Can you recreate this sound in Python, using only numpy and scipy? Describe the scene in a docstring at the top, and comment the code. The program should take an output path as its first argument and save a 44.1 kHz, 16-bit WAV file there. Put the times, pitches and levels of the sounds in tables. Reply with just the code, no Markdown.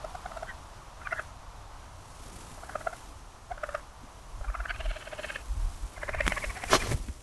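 """Baby raccoon on a trouser leg

On a lawn, close up, on a hand-held phone. The raccoon chitters in runs of about 17 chirps a second,
each a few rough cycles of its voice, often led in by a thin squeak. As it climbs, claws catch the
denim, cloth rustles and air buffets the microphone; near the end something knocks and scrapes
against the phone. A soft outdoor hum lies far behind."""
import sys
import numpy as np
from scipy import signal
from scipy.fft import rfft, irfft
from scipy.io import wavfile
from scipy.ndimage import uniform_filter1d

SR = 44100
rng = np.random.default_rng(int(sys.argv[2]) if len(sys.argv) > 2 else 0)


def int16_out(signal):
    """Quantize to a 16-bit WAV file."""
    q = np.round(np.clip(np.atleast_2d(signal).T, -1, 1) * 32767)
    wavfile.write(sys.argv[1], SR, q.astype(np.int16))


N = 318402
T = np.arange(N) / SR

# chirps, run by run: t/s, relative level/dB, pitch/Hz, mouth against fundamental/dB, half length/s
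CHIRPS = [(0.048, -34.5, 657, -10, 0.0037), (0.153, -36.5, 724, -9, 0.0034),
          (0.261, -35, 764, -5.5, 0.0026), (0.318, -41, 673, -2, 0.0035), (0.373, -35, 670, -7, 0.0045),
          (0.431, -33.5, 673, -10, 0.0033), (1.019, -47, 700, 13, 0.0034), (1.072, -34, 687, 15, 0.0019),
          (1.129, -27.5, 670, 4.5, 0.005), (1.196, -32, 635, 7, 0.0038), (2.581, -49, 620, -7, 0.0036),
          (2.636, -42.5, 689, -5, 0.0025), (2.695, -39.5, 762, 2, 0.0023), (2.757, -29.5, 654, -2, 0.0026),
          (2.813, -40.5, 649, 0, 0.0045), (2.873, -26, 684.4, -4, 0.0034), (2.934, -39, 712, -3, 0.0043),
          (3.518, -32, 709, -12.5, 0.0062), (3.579, -44, 626, 3, 0.0034), (3.638, -29.5, 635, 0.5, 0.0035),
          (3.692, -37.0, 622, 1, 0.0026), (3.75, -28.5, 607.4, 0, 0.0029), (4.412, -47, 628, -6, 0.0018),
          (4.448, -42.5, 800, 2.5, 0.0033), (4.501, -44, 639, 4, 0.0017), (4.553, -33.5, 685, 8.5, 0.0035),
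          (4.605, -36, 710, 8, 0.0031), (4.657, -34.5, 680, 13, 0.0024), (4.708, -32, 697, 8, 0.0055),
          (4.761, -45.5, 630, 10, 0.0031), (4.808, -37, 655, -3.5, 0.0048), (4.861, -37.5, 641, -7, 0.0054),
          (4.913, -40, 640, -1.5, 0.0036), (4.968, -39, 636, -5.5, 0.0053), (5.026, -46.5, 608, 7, 0.0032),
          (5.076, -40, 654, -3, 0.0035), (5.133, -36.5, 640, -6, 0.0043), (5.195, -35.5, 619, -6, 0.0068),
          (5.247, -34.5, 627, 2.5, 0.0043), (5.303, -34, 619, 9, 0.0034), (5.36, -33, 549.6, 12, 0.0021),
          (5.98, -42.5, 682, -1, 0.0032), (6.034, -33, 611, 2, 0.0032), (6.093, -30.5, 597, 1.5, 0.0049),
          (6.149, -31.5, 647, 0, 0.0033), (6.208, -25.5, 654, 2, 0.0026), (6.266, -34, 632.5, 3, 0.0029),
          (6.322, -28.5, 640, 5, 0.0018), (6.378, -31, 609, 9, 0.0048), (6.444, -32, 620, 4, 0.0044),
          (6.508, -44.5, 710, 10, 0.0042), (6.574, -38.5, 733, 0, 0.0088), (6.639, -32.5, 747, 0, 0.0026),
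          (6.699, -37.5, 700, 14, 0.0041), (6.823, -35.5, 654, 11, 0.0044)]
# vocal strain: t/s, rasp against mouth/dB, tick against chirp/dB, whistle against mouth/dB,
# throat tuning/ratio
STRAIN = [(.3, -11, -23, -5, 0.85), (1.13, -17, -31, 1.5, 1), (2.8, -22, -42, -1, 1),
          (3.7, -18, -25, -2.5, 1.033), (4.65, -17, -33.5, 1, 0.96), (4.8, -1, -19, -1, 1.07),
          (5.36, -3.5, -38, 1.5, 0.97), (6.05, -9.5, -27, 2, 0.88), (6.3, -5, -23, 3, 0.94),
          (6.8, -2, -13, 1, 0.91)]
# how unevenly the folds flap: t/s, roughness/0-1
FOLD_ROUGHNESS = [(.3, .35), (2.8, .6), (3.7, .45), (4.65, .55), (5.36, .7), (6.05, .9), (6.3, .75),
                  (6.8, .9)]
# mouth resonance: t/s, f/Hz
MOUTH_RESONANCE = [(.43, 1340), (1.05, 1420), (2.7, 1480), (3.62, 1458), (4.55, 1384), (4.71, 1536),
                   (5.35, 1678), (6.0, 1670), (6.2, 1973), (6.62, 1868)]
# upper throat resonances: f/Hz, width/Hz, gain/dB
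THROAT_MODES = [(2250, 300, 5.5), (2613, 300, 8.5), (3090, 180, 0), (4420, 340, -7.5)]
# resonances of the wet tick: f/Hz, width/Hz, gain/dB
TICK_MODES = [(3630, 700, 0), (5380, 310, 3), (7300, 700, -6)]
# the band the nasal cavity swallows: t/s, f/Hz
NASAL_NOTCH = [(1.13, 2250), (2.8, 1820), (4.9, 1920), (5.1, 2370), (5.4, 2340), (6.0, 2600), (6.5, 2510)]
# squeaks ahead of the chirps: t/s, starting pitch/Hz, relative level of tone/dB, of octave/dB
LEAD_SQUEAKS = [(4.5, 1216, -48, -58), (4.66, 1266, -58, -65), (4.8, 1400, -62, -61),
                (5.18, 1440, -62, -58), (5.3, 1443, -64, -53), (6.05, 1227, -54, -53.5),
                (6.3, 1209, -53.5, -50), (6.6, 1202, -67, -48), (6.82, 1215, -66, -54)]
# individually shaped squeaks and squeals, most leading into or overlapping a chirp:
# start/s, end/s, roughness/0-1, first f/Hz, last f/Hz, relative level of tone/dB, of octave/dB
SHAPED_SQUEAKS = [(0.456, 0.521, 0.7, 1637, 1510, -52.5, -65), (0.479, .518, 0.24, 2035, 1850, -48.5, -74),
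                  (1.044, 1.08, 0.2, 1270, 1145, -49, -53), (1.102, 1.135, 0.64, 1800, 2060, -46.5, -73),
                  (1.146, 1.215, 0.8, 1630, 1695, -47, -69), (4.678, 4.719, 0.8, 1457, 1529, -45, -52.5),
                  (4.686, 4.721, 0.3, 2244, 2275, -51, -60), (4.735, 4.758, .3, 1380, 1190, -59, -55.5),
                  (6.126, 6.15, 0.2, 1233, 1030, -57, -48), (6.361, 6.379, 0.3, 1194, 1070, -41, -47),
                  (6.492, 6.513, 0.2, 1184, 1096, -50, -49), (6.794, 6.816, 0.2, 1264, 1180, -60, -43.5)]
# rasp through the most strained run: t/s, relative level/dB
HOARSE_LEVEL = [(4.66, -75), (4.70, -49), (4.75, -55), (4.8, -48.5), (4.92, -46), (5.02, -50.5),
                (5.18, -48), (5.24, -44), (5.37, -50), (5.44, -75)]
# resonances of that rasp: f/Hz, width/Hz, gain/dB
HOARSE_MODES = [(1610, 420, 1), (2200, 160, 3.5), (2670, 320, -2.5), (3010, 190, 3), (4150, 240, -5)]

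# fur and paws stroking the denim: t/s, width/s, relative level/dB
RUBS = [(.28, 0.34, -58), (1.18, 0.094, -54.5), (2.42, 0.26, -49.5), (2.92, 0.18, -52), (3.72, 0.08, -56),
        (5.28, 0.093, -51.5), (5.7, 0.99, -52.5), (6.285, 0.032, -42), (6.42, 0.12, -43.5),
        (6.705, .012, -39), (6.74, 0.023, -32.5), (6.8, 0.13, -40), (6.92, 0.018, -38), (7.05, 0.17, -53.5)]
# their spectrum: f/Hz, gain/dB
RUB_SPECTRUM = [(100, 10), (300, 7.5), (1500, -1), (3000, -3), (4500, -3.5), (5800, -2.5), (7500, -1.5),
                (11000, -3.5), (12000, -10)]
# rustle of holding on: f/Hz, gain/dB
CLING_SPECTRUM = [(100, -1.5), (300, 14), (1500, -0.5), (3000, 0), (4500, -7), (5800, 3.5), (7500, -1),
                  (10500, -4), (12000, -10.5)]
# the trouser leg shifting: t/s, width/s, level/dB
CLOTH_SHIFTS = [(2.37, 0.1, -55.5), (4.045, 0.014, -49.5), (6.98, 0.039, -49.5), (7.086, 0.007, -42.5)]
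# claws snapping in the cloth: t/s, peak/dB, decay/s
CLAW_SNAPS = [(6.2668, -11, 0.00037), (6.279, -3.5, 0.00078), (7.085, -35.5, 0.0048)]
# their spectrum: f/Hz, gain/dB
CLAW_SPECTRUM = [(60, -11), (200, 7), (600, -3), (1600, 10), (3300, 2.5), (5000, -12), (8000, -7.5),
                 (12000, -25)]

# modes of the phone's case: f/Hz, width/Hz, gain/dB
CASE_MODES = [(352, 124, -5), (653, 74, -3), (1053, 41, -0.5), (1170, 39, -4.5), (1324, 32, -3),
              (1543, 39, -5), (1707, 28, 1.5), (2130, 42, -4.5), (3020, 38, -6.5), (3300, 44, -5),
              (4180, 37, -2)]
# contact noise through the case: f/Hz, gain/dB
CASE_SPECTRUM = [(60, 5), (200, 2), (400, 3.5), (1200, 2), (1800, -2), (2600, -1), (4800, -2), (6000, 1),
                 (7200, -7.5), (9000, -16), (12000, -13)]
# scrapes over the case: t/s, width/s, level/dB
SCRAPES = [(6.72, 0.0092, -28.5), (6.745, 0.017, -20), (6.845, 0.055, -40)]
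# slower, duller drags after them: t/s, width/s, level/dB
DRAGS = [(6.85, 0.034, -37.5), (6.915, .017, -30.5)]
# their spectrum: f/Hz, gain/dB
DRAG_SPECTRUM = [(80, 1.5), (620, 0.5), (1000, -10), (1500, -13), (2300, -9), (3000, -24), (9000, -26)]
# knocks on the case: t/s, peak/dB, contact time/s
KNOCKS = [(6.7321, -5, 0.00016), (6.7372, -14, 0.000065), (6.7536, -10.5, 0.00012)]
# soft bumps on the phone: t/s, f/Hz, width/s, envelope peak/dB
BUMPS = [(4.496, 43.8, 0.014, -23.5), (4.606, 49.6, 0.022, -28.5), (4.877, 38.3, 0.031, -23.5),
         (5.519, 48, 0.017, -25.5), (5.646, 34.7, 0.026, -21), (6.248, 42, 0.018, -24.5),
         (6.285, 191, 0.0088, -31.5), (6.899, 109, 0.014, -30), (6.941, 133, 0.0091, -26.5),
         (6.951, 61, 0.0053, -18.5), (7.101, 63.7, 0.0094, -27)]

# gusts on the microphone: t/s, width/s, level/dB
GUSTS = [(4.39, 0.034, -35.5), (4.8, 0.1, -40), (5.6, 0.1, -33.5), (5.84, 0.03, -37), (6.21, 0.1, -33),
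         (6.49, 0.027, -32.5), (6.85, 0.16, -35)]
# their spectrum: f/Hz, gain/dB
GUST_SPECTRUM = [(15, -4), (35, 7), (60, -0.5), (90, -5), (130, -20.5), (300, -33.5), (700, -69)]
# steady air on the microphone: f/Hz, gain/dB
BREEZE_SPECTRUM = [(15, -10), (35, 4), (60, -2), (90, -15), (130, -15), (300, -53), (700, -65)]
# distant outdoor hum: f/Hz, gain/dB
HUM_SPECTRUM = [(30, 8), (75, 7.5), (130, 1.5), (200, -6), (400, -14), (620, -2), (1000, 1), (1250, -2),
                (1650, -11), (2200, -15.5), (4500, -17.5), (9000, -29.5)]
# its rise and fall: t/s, relative level/dB
HUM_LEVEL = [(0, -49.5), (1.0, -54), (3.6, -55.5), (5.8, -55.5), (6.6, -53), (7.2, -63.5)]
# a faint low drone: t/s, level/dB
DRONE_LEVEL = [(.6, -67), (1.2, -56), (2.5, -57.5), (3.1, -65)]


def raccoon(squeak_db=5.5, notch_width_hz=120):
    """The voice, close to the microphone: chirps, squeaks and rasp, notched by the nasal cavity."""
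    voice = chitter() + amp(squeak_db) * squeaks() + hoarseness()
    return voice - moving_ring(voice, curve(NASAL_NOTCH), notch_width_hz)


def chitter(mouth_scatter=.06):
    """Runs of chirps; opening the mouth shifts power from the fundamental to its resonance."""
    out = np.zeros(N)
    shapes = rng.uniform(-1.006, 1, len(CHIRPS))  # the mouth never opens the same way twice
    for (s, db, pitch_hz, open_db, half_s), shape in zip(CHIRPS, shapes):
        mouth_hz = at(MOUTH_RESONANCE, s)[0] * (1 + mouth_scatter * shape)
        voice_db = db - 10 * np.log10(1 + amp(open_db) ** 2)
        call = chirp(s, half_s, pitch_hz, mouth_hz, voice_db, voice_db + open_db)
        add(out, s - len(call) / SR / 2, call)
    return out


def chirp(s, half_s, pitch_hz, mouth_hz, voice_db, mouth_db, hiss_db=-15, hum_db=-26):
    """The folds flap for a few uneven cycles and ring the mouth; a whistle joins, strain adds rasp."""
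    rasp_db, tick_db, whistle_db, tuning = at(STRAIN, s)
    rough = at(FOLD_ROUGHNESS, s)[0]
    clean = np.sqrt(1 - rough ** 2)
    t = np.arange(-int(.06 * SR), int(.06 * SR)) / SR
    push = np.exp(-.5 * abs(t / (half_s * np.where(t < 0, .87, .74))) ** 1.58)
    opening = np.interp(t - .0002, t, push) ** 1.05  # lags just behind the push
    skirt = np.exp(-abs(t) / np.where(t < 0, .062, .068))  # weak hoarse build-up and fade

    wobble = (.043 + .058 * rough ** 4) * unit(uniform_filter1d(noise(len(t)), size=60))
    phase = phase_of(pitch_hz * (1 + .06916 * (push - .8) + wobble))  # pitch arches with the push
    pulses = unit(sum(np.cos(k * phase) for k in range(2, 7)))
    hiss = rough * unit(band(noise(len(t)), 790, 2700, order=1))
    folds = opening * (clean * pulses + hiss) + amp(hiss_db) * skirt * hiss
    puff = push * unit(band(noise(len(t)), 220, 1050, order=2))
    voice = (push + amp(hum_db) * skirt) * np.cos(phase) + rough ** 2 * puff / 2

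    # the whistle slides upward through the mouth resonance
    whistle = opening * np.cos(phase_of(mouth_hz * (1 + .0594 * np.tanh(t / half_s) + wobble)))
    mouth = band(ring(folds, mouth_hz, width=600), 1095, 1.327 * mouth_hz + 150, order=3)
    mouth = unit(mouth) + amp(whistle_db) * clean * unit(whistle)
    tract = unit(mouth) + amp(rasp_db) * throat(folds, THROAT_MODES, tuning)
    tick = wet_tick(push * np.exp(-(2 * t / half_s) ** 2)) * np.hypot(amp(voice_db), amp(mouth_db))
    return .36 * (amp(voice_db) * unit(voice) + amp(mouth_db) * tract + amp(tick_db) * tick)


def throat(x, modes, tuning=1):
    """The throat's resonances shape a rasp, rms 1."""
    return unit(sum(amp(db) * ring(ring(x, tuning * hz, width), tuning * hz, 2 * width)
                    for hz, width, db in modes))


def wet_tick(envelope, scatter_db=4):
    """The folds part with a wet tick that rings a little differently each time."""
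    burst = envelope * noise(len(envelope))
    return unit(sum(amp(db + scatter_db * rng.standard_normal()) * ring(burst, hz, width)
                    for hz, width, db in TICK_MODES))


def squeaks(lead_s=.022, gap_s=.00099, usual_chirp_db=-35):
    """A falling squeak, often hoarse, leads into each later chirp; individually shaped ones join in."""
    out = np.zeros(N)
    for (s, chirp_db, *_), (stretch, bend, force, fray) in zip(
            CHIRPS, rng.uniform(-1, 1, (len(CHIRPS), 4))):
        if s > LEAD_SQUEAKS[0][0] - lead_s:
            hz, db, octave_db = at(LEAD_SQUEAKS, s)
            length = lead_s * (1 + .3 * stretch)
            fall = .12 * (1 + .6 * bend)
            rough = np.interp(fray, (-1, 1), (.45, .95))
            call = squeak(length, rough, hz, hz * (1 - fall), db, octave_db, waver=.027)
            gain_db = .59 * (chirp_db - usual_chirp_db) + 1.5 * force  # louder with a louder chirp
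            add(out, s - gap_s - length, amp(gain_db) * call)
    for start, end, *shape in SHAPED_SQUEAKS:
        add(out, start, squeak(end - start, *shape, waver=.022))
    return out


def squeak(length, rough, first_hz, last_hz, db, octave_db, waver):
    """Tight folds whistle thinly, sliding and swelling; irregular flapping frays the tone."""
    progress = np.linspace(0, 1, int(length * SR))
    hz = last_hz + (first_hz - last_hz) * (1 - progress) ** 1.7
    wobble = waver * unit(uniform_filter1d(noise(len(hz)), size=40))
    tone = np.exp(2j * np.pi * np.cumsum(hz * (1 + wobble)) / SR)
    fray = unit(band(noise((2, len(hz))), 20, 270, order=3))
    flutter = np.sqrt(1 - rough ** 2) + rough * (fray[0] + 1j * fray[1]) / np.sqrt(2)
    swell = unit(np.sin(np.pi * progress) * (.5 + progress))
    return np.sqrt(2) * swell * np.imag(flutter * tone * (amp(db) + amp(octave_db) * tone))


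def hoarseness(ahead_s=.01, swell_s=.0098):
    """The strained throat keeps rasping, hardest as pressure builds ahead of each chirp."""
    breath = noise() * amp(2 * walk(120))
    start, end = HOARSE_LEVEL[0][0], HOARSE_LEVEL[-1][0]
    pressure = swells([(s - ahead_s, swell_s, 0) for s, *_ in CHIRPS if start < s < end], rest_db=-7.5)
    return throat(breath, HOARSE_MODES) * pressure * amp(curve(HOARSE_LEVEL))


def lawn_scatter(x, wet_db=-15, t60_s=.11):
    """Nearby legs and lawn scatter a short, weak tail back to the microphone."""
    t = np.arange(SR // 4) / SR
    tail = noise(len(t)) * amp(-60 * t / t60_s) * (t > .004)
    return x + amp(wet_db) * signal.fftconvolve(x, tail / np.linalg.norm(tail))[:N]


def denim(rub_db=-1, grain_db=2, cling_db=-59, level_drift_db=.7):
    """Threads slip under fur and paws, and the trouser leg shifts with a dull rumble."""
    grain = noise() * unit(amp(grain_db * walk(300)))
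    rub = colour(grain, RUB_SPECTRUM) * amp(rub_db) * swells(RUBS)
    cling = colour(noise(), CLING_SPECTRUM) * amp(cling_db + level_drift_db * walk(13))
    rumble = unit(band(noise(), 128, 305, order=2)) * swells(CLOTH_SHIFTS)
    return rub + cling + rumble


def claw(s, decay_s):
    """A claw comes free of the cloth: one snap and a brief crackle, peak 1."""
    t = np.arange(SR // 25) / SR
    crackle = noise(len(t)) * np.exp(-t / decay_s)
    crackle[0] += 6  # the snap
    contact = np.zeros(N)
    add(contact, s, crackle)
    snap = colour(contact, CLAW_SPECTRUM)
    return snap / abs(snap).max()


def handling(slips_per_s=450):
    """Right on the phone: a gritty scrape with hard knocks, a stick-slip drag, and soft bumps."""
    scrape = unit(phone_case(noise())) * swells(SCRAPES)
    slips = (rng.random(N) < slips_per_s / SR) * rng.uniform(-.96, 1, N)
    drag = unit(colour(slips, DRAG_SPECTRUM)) * swells(DRAGS)
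    knocks = sum(amp(db) * knock(s, contact_s) for s, db, contact_s in KNOCKS)
    bumps = sum(amp(db) * np.exp(-.5 * ((T - s) / width) ** 2) * np.sin(2 * np.pi * hz * (T - s))
                for s, hz, width, db in BUMPS)
    return scrape + drag + knocks + bumps


def knock(s, contact_s):
    """One hard push and rebound on the case, peak 1."""
    u = np.clip((T - s) / contact_s - 2, -10, 10)
    hit = phone_case(-u * np.exp(-u ** 2 / 2))
    return hit / abs(hit).max()


def phone_case(x, ring_db=8):
    """Contact noise rings the case's modes on its way to the microphone."""
    ringing = sum(amp(db) * ring(x, hz, width) for hz, width, db in CASE_MODES)
    return colour(x + amp(ring_db) * ringing, CASE_SPECTRUM)


def wind(breeze_db=-50):
    """Air rumbles on the microphone: a steady breeze with gusts."""
    breeze = amp(breeze_db) * colour(noise(), BREEZE_SPECTRUM)
    return breeze + swells(GUSTS) * colour(noise(), GUST_SPECTRUM)


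def distant_hum(drone_hz=92.5, hum_db=4.5, level_drift_db=.7):
    """Far off, a soft outdoor wash that eases after the first second and fades at the end, and a faint low
    drone."""
    drone = unit(ring(noise(), drone_hz, width=5.9)) * amp(curve(DRONE_LEVEL))
    wash = colour(noise(), HUM_SPECTRUM) * amp(curve(HUM_LEVEL) + hum_db + level_drift_db * walk(10))
    return drone + wash


def amp(db):
    """Decibels to gain."""
    return 10 ** (np.asarray(db) / 20)


def unit(x):
    """Scale to rms 1."""
    return x / np.sqrt(np.mean(x ** 2) + 1e-18)


def curve(rows):
    """Join (t/s, value) rows with straight lines."""
    return np.interp(T, *np.transpose(rows))


def at(rows, s):
    """The columns of a control curve at one moment."""
    times, *columns = np.transpose(rows)
    return [np.interp(s, times, column) for column in columns]


def swells(rows, rest_db=-150):
    """Gain of bell-shaped (t/s, width/s, level/dB) swells, adding in power over a resting level."""
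    power = sum(amp(db) ** 2 * np.exp(-np.minimum(((T - s) / width) ** 2, 20)) for s, width, db in rows)
    return np.sqrt(amp(rest_db) ** 2 + power)


def noise(size=N):
    """White noise."""
    return rng.standard_normal(size)


def walk(rate_hz):
    """Smooth random drift, rms 1."""
    hold = int(SR / rate_hz)
    steps = np.repeat(noise(N // hold + 1), hold)
    return unit(uniform_filter1d(uniform_filter1d(steps, hold), hold)[:N])


def phase_of(hz):
    """Running phase of a moving frequency, from a random start."""
    return 2 * np.pi * (np.cumsum(hz) / SR + rng.random())


def colour(x, points):
    """Filter by a (f/Hz, gain/dB) spectrum, keeping the power of white noise."""
    hz, db = np.transpose(points)
    f = np.maximum(np.arange(N // 2 + 1) * SR / N, 1)
    return irfft(rfft(x) * unit(amp(np.interp(np.log(f), np.log(hz), db))), N)


def band(x, low_hz, high_hz, order):
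    """Band-pass."""
    return signal.sosfilt(signal.butter(order, [low_hz, high_hz], "band", fs=SR, output="sos"), x)


def ring(x, hz, width):
    """One resonance, gain 1 at its centre."""
    return signal.lfilter(*signal.iirpeak(hz, hz / width, fs=SR), x + 1e-18)


def moving_ring(x, hz, width):
    """One resonance whose centre moves, gain 1 at that centre."""
    turn = np.exp(2j * np.pi * np.cumsum(hz) / SR)
    pole = np.exp(-np.pi * width / SR)
    return 2 * np.real(turn * signal.lfilter([1 - pole], [1, -pole], x / turn + 1e-18))


def add(out, start, x):
    """Mix x into out from a time in seconds."""
    i = int(start * SR)
    part = x[max(-i, 0):N - i]
    out[max(i, 0):max(i, 0) + len(part)] += part


def scene():
    """Everything as it reaches the phone's microphone, in mono."""
    voice = lawn_scatter(raccoon())
    climbing = denim() + sum(amp(db) * claw(s, decay_s) for s, db, decay_s in CLAW_SNAPS)
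    return (voice + climbing + handling() + wind() + distant_hum())[None]


def record(dry, top_hz=11950):
    """The phone cuts the top steeply."""
    return signal.sosfilt(signal.ellip(10, .2, 80, top_hz, fs=SR, output="sos"), dry)


dry = scene()
out = record(dry)
int16_out(out)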